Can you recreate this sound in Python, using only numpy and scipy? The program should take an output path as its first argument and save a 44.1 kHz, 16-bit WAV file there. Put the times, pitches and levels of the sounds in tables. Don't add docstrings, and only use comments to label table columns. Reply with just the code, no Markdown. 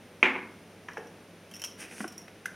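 import sys
import numpy as np
from scipy import signal
from scipy.fft import rfft, irfft
from scipy.io import wavfile

SR = 44100
rng = np.random.default_rng(int(sys.argv[2]) if len(sys.argv) > 2 else 0)


def dump(signal):
    limited = np.clip(np.atleast_2d(signal).T, -1, 1)
    pcm = np.round(limited * 32767).astype(np.int16)
    wavfile.write(sys.argv[1], SR, pcm)


N = 112454
T = np.arange(N) / SR
HZ = np.maximum(np.arange(N // 2 + 1) * SR / N, 1)

# [f/Hz, relative density/dB per Hz]
TICK_SPECTRUM = [(500, -2.5), (2700, 1), (4200, -9), (6000, 2.5), (7800, -6.5), (10000, -0.5), (13000, -7),
                 (16000, -13)]
SOFT_RISE_S = 0.00043
TICK_T60_S = 0.05


def from_db(db):
    return 10 ** (np.asarray(db) / 20)


def rms_one(x):
    return x / np.sqrt(np.mean(x ** 2) + 1e-20)


def at_hz(points, hz):
    f, v = np.transpose(points)
    return np.interp(np.log(hz), np.log(f), v)


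def colour(x, spectrum):
    gain = from_db(at_hz(spectrum, HZ))
    return rms_one(irfft(rfft(x) * gain, N))


def noise(spectrum):
    return colour(rng.standard_normal(N), spectrum)


def decay(t60):
    return np.exp(-np.minimum(np.log(1000) * T / t60, 60))


def onset(time_constant):
    return 1 - np.exp(-T / time_constant)


def ring(hz, db, t60):
    return from_db(db) * np.sin(2 * np.pi * hz * T) * decay(t60)


def swelling(modes):
    total = 0
    for hz, db, rise in modes:
        envelope = (T / rise * np.exp(np.maximum(1 - T / rise, -30))) ** 4
        total = total + from_db(db) * np.sin(2 * np.pi * hz * T) * envelope
    return total


def low_passed(x, cutoff_hz):
    return signal.sosfilt(signal.butter(2, cutoff_hz, fs=SR, output="sos"), x)


def delayed(x, s):
    return np.concatenate([np.zeros(max(int(s * SR), 0)), x])[:N]


def dying(x):
    # [f/Hz, t60/s]
    room_t60 = [(150, 1), (450, 0.52), (1000, 0.57), (2300, 0.3), (4000, 0.42), (12000, 0.28)]
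    spectrum = rfft(x)
    centres = 125 * 2. ** np.arange(8)
    total = 0
    for hz, share in zip(centres, np.eye(len(centres))):
        octave_gain = np.interp(np.log(HZ), np.log(centres), share)
        total = total + irfft(spectrum * octave_gain, N) * decay(at_hz(room_t60, hz))
    return total * onset(SOFT_RISE_S)


def in_kitchen(x, room_db):
    tail = dying(rng.standard_normal(N)) * onset(0.004)
    tail = tail / np.sqrt(np.sum(tail ** 2))
    return x + from_db(room_db) * signal.fftconvolve(x, tail)[:N]


def background():
    # [f/Hz, relative density/dB per Hz]
    room_spectrum = [(30, -31), (70, -12.5), (130, -12), (180, 1.5), (260, -5.5), (500, -5.5), (1000, -16),
                     (2500, -17), (4400, -26.5), (6000, -25.5), (7900, -37), (9000, -26), (15500, -41)]
    # [f/Hz, rms level/dB]
    hum_tones = [(100, -64.5), (167, -70)]
    room_db, side_db = -52, -69.5
    hum = 0
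    for hz, db in hum_tones:
        hum = hum + np.sqrt(2) * from_db(db) * np.sin(2 * np.pi * (hz * T + rng.random()))
    side = from_db(side_db) * rng.standard_normal(N) * np.array([[1], [-1]])
    return from_db(room_db) * noise(room_spectrum) + hum + side


def lid_twist():
    # [t/s, rasp level/dB, hiss level/dB]
    strokes = [(1.775, -62, -65), (1.806, -45, -45.5), (1.84, -46.5, -52), (1.88, -55.5, -66),
               (1.92, -53.5, -54), (1.95, -56.5, -53), (2.019, -43.5, -48.5), (2.064, -71, -61)]
    # [t/s, rasp level/dB]
    catches = [(1.856, -59), (1.913, -49.5), (1.927, -51), (1.98, -47), (2.284, -46.5)]
    # [f/Hz, relative density/dB per Hz]
    rasp_spectrum = [(200, 7), (1100, -6.5), (1600, 3), (2600, 3.5), (4000, -12.5), (9000, -25)]
    # [f/Hz, relative density/dB per Hz]
    hiss_spectrum = [(3000, -20), (5700, 7), (7500, -4), (9200, 8.5), (10800, 0.5), (15000, -20)]
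    slips_per_s, spread_db, catch_s = 1100, 2.5, 0.0051
    is_slip = rng.random(N) < slips_per_s / SR
    slip_gain = from_db(spread_db * np.minimum(rng.exponential(1, N), 4))
    slips = is_slip * rng.choice([-1, 1], N) * slip_gain
    s, rasp_db, hiss_db = np.transpose(strokes)
    rasp = from_db(np.interp(T, s, rasp_db, left=-np.inf, right=-np.inf))
    hiss = from_db(np.interp(T, s, hiss_db, left=-np.inf, right=-np.inf))
    for at, db in catches:
        rasp = rasp + from_db(db) * np.exp(-np.minimum(((T - at) / catch_s) ** 2, 20))
    return rasp * colour(slips, rasp_spectrum) + hiss * noise(hiss_spectrum)


def lid_click():
    # [f/Hz, level/dB, time to peak/s]
    lid_modes = [(1563, -22, 0.0025), (2070, -33.5, 0.0053), (6000, -46, 0.0036)]
    click_s, tick_db, room_db, dull_hz = 2.4563, -33.5, -9, 10800
    tick = from_db(tick_db) * noise(TICK_SPECTRUM) * decay(TICK_T60_S) * onset(SOFT_RISE_S)
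    click = swelling(lid_modes) + low_passed(tick, dull_hz)
    return in_kitchen(delayed(click, click_s), room_db)


def cluster(hz, spread_hz, db, count=8):
    t60 = 0.035
    frequencies = hz + spread_hz * rng.uniform(-1.01, 1, count)
    modes = sum(rng.choice([-1, 1]) * ring(f, db, t60) for f in frequencies)
    one_mode_energy = np.sum(ring(hz, db, t60) ** 2)
    return modes * np.sqrt(one_mode_energy / np.sum(modes ** 2))


def bangle():
    # [t/s, ring level/dB, lowest-cluster level/dB, tick level/dB]
    clinks = [(0.934, -48, -55, -70), (0.979, -47.5, -53, -72), (1.071, -50.5, -54, -75),
              (1.513, -50, -47.5, -49), (1.538, -41.5, -41, -51), (1.545, -40.5, -49, -56),
              (1.5543, -41, -55, -52), (1.564, -40, -50, -48.5), (1.5965, -41, -45, -49),
              (1.618, -33, -38, -40.5), (1.639, -30, -31.5, -37), (1.6461, -28, -41, -38),
              (2.078, -36.5, -50, -45), (2.122, -47, -57, -49), (2.179, -35.5, -65, -47.5),
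              (2.216, -45, -62, -58)]
    # [centre f/Hz, half spread/Hz, relative level/dB]
    clusters = [(2934, 360, 0), (5590, 300, -0.5), (9550, 626, -10.5), (12840, 320, -15)]
    chatter_s, chatter_per_s, chatter_db = 0.012, 600, -11
    tick_t60_s = 0.051
    out = np.zeros(N)
    for s, db, low_db, tick_db in clinks:
        metal = 0
        for k, (hz, spread_hz, mode_db) in enumerate(clusters):
            metal = metal + cluster(hz, spread_hz, (db if k else low_db) + mode_db)
        touches = (rng.random(N) < chatter_per_s / SR) * rng.choice([-1, 1], N)
        touches = touches * from_db(chatter_db) * np.maximum(1 - T / chatter_s, 0)
        touches[0] = 1
        touches = touches / np.sqrt(np.sum(touches ** 2))
        metal = signal.fftconvolve(metal, touches)[:N]
        tick = from_db(tick_db) * noise(TICK_SPECTRUM) * decay(tick_t60_s)
        out += delayed(metal + tick, s)
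    return out


def thuds():
    # [t/s, level/dB, f/Hz, t60/s, relative room level/dB]
    soft_bumps = [(0.9799, -28, 484, 0.027, -2), (2.0041, -26.5, 211, 0.15, -14),
                  (2.025, -33.5, 272, 0.059, -16), (2.05, -28, 331, 0.049, -12)]
    out = np.zeros(N)
    for s, db, hz, t60, room_db in soft_bumps:
        out += in_kitchen(delayed(ring(hz, db, t60), s), room_db)
    return out


def jar_knocks():
    # [t/s, level/dB, pitch f/Hz, overtone shift/dB, undertone shift/dB, tick level/dB,
    # relative room level/dB]
    knocks = [(0.8853, -36, 1690, -6.5, -19, -34.5, -4.5), (0.9705, -28.5, 1673, -24, -4.5, -34, -5.5),
              (2.0054, -32.5, 1440, -10, -2, -36.5, -12), (2.0428, -29.5, 1440, -9.5, -1.5, -38.5, -12.5)]
    # [ratio to the pitch, relative level/dB, t60/s]
    jar_modes = [(0.519, 1.5, 0.031), (.77, 1.5, 0.017), (1, 0.5, 0.025), (1.32, 0.5, 0.023),
                 (1.78, -13, 0.042)]
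    # [f/Hz, relative density/dB per Hz]
    contact_spectrum = [(300, -7), (1000, 7.5), (1700, 10.5), (3000, -3.5), (4200, -23), (6000, -9.5),
                        (11000, -52)]
    rise_s = 0.00024
    out = np.zeros(N)
    for s, db, hz, over_db, under_db, tick_db, room_db in knocks:
        body = 0
        for k, (ratio, mode_db, t60) in enumerate(jar_modes):
            tone_db = over_db * (k > 2) + under_db * (k < 2)
            body = body + ring(hz * ratio, db + mode_db + tone_db, t60)
        tick = from_db(tick_db) * noise(contact_spectrum) * decay(TICK_T60_S)
        out += in_kitchen(delayed((body + tick) * onset(rise_s), s), room_db)
    return out


def glass_jar():
    # [t/s, relative level/dB]
    landings = [(0.2279, 0), (0.3535, -14), (0.3595, -12.5), (0.429, -23)]
    # [f/Hz, level/dB, time to peak/s]
    clack_modes = [(347, -22.5, 0.0018), (1007, -18, 0.0018), (2016, -19.5, 0.003), (2395, -5.5, 0.0013),
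                   (3190, -25, 0.0033), (6150, -35.5, 0.0022)]
    # [f/Hz, level/dB, t60/s]
    counter_modes = [(267.8, -33, 0.59), (372, -31.5, 0.38), (491, -35.5, 0.48), (868, -30.5, 0.34),
                     (1783, -31, 0.38), (2090, -32.5, 0.57), (2163, -29, 0.49), (2254, -35.5, 0.55),
                     (2404, -37, 0.22), (2534, -46, 0.12)]
    # [delay t/s, relative level/dB]
    wall_echoes = [(.0058, -11), (.0118, -12), (.0192, -13), (.0274, -14), (.0316, -14)]
    # [f/Hz, relative density/dB per Hz]
    wash_spectrum = [(110, -32), (180, -7.5), (260, -3.5), (600, -11.5), (950, -4.5), (1400, -4.5),
                     (2300, 5.5), (3100, -10.5), (4600, -28.5), (6300, -31.5), (14000, -50.5)]
    wash_db = -19
    rock_dull_hz, rock_ring_db = 1600, -5
    clack = swelling(clack_modes)
    blow = clack + sum(from_db(db) * delayed(clack, s) for s, db in wall_echoes)
    counter = sum(rng.choice([-1, 1]) * ring(*mode) for mode in counter_modes)
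    tail = counter * onset(SOFT_RISE_S) + from_db(wash_db) * dying(noise(wash_spectrum))
    hard = blow + tail
    soft = low_passed(blow + from_db(rock_ring_db) * tail, rock_dull_hz)
    out = np.zeros(N)
    for k, (s, db) in enumerate(landings):
        out += from_db(db) * delayed(soft if k else hard, s)
    return out


def scene():
    handling = jar_knocks() + thuds() + lid_click()
    handling = handling + in_kitchen(bangle(), -7) + in_kitchen(lid_twist(), -7.5)
    bass_edge_hz = 216
    thin = signal.butter(4, bass_edge_hz, "high", fs=SR, output="sos")
    return signal.sosfilt(thin, glass_jar() + handling) + background()


def record(dry):
    cutoff_hz = 15900
    steep = signal.ellip(10, .1, 80, cutoff_hz, fs=SR, output="sos")
    return signal.sosfilt(steep, dry)


dry = scene()
out = record(dry)
dump(out)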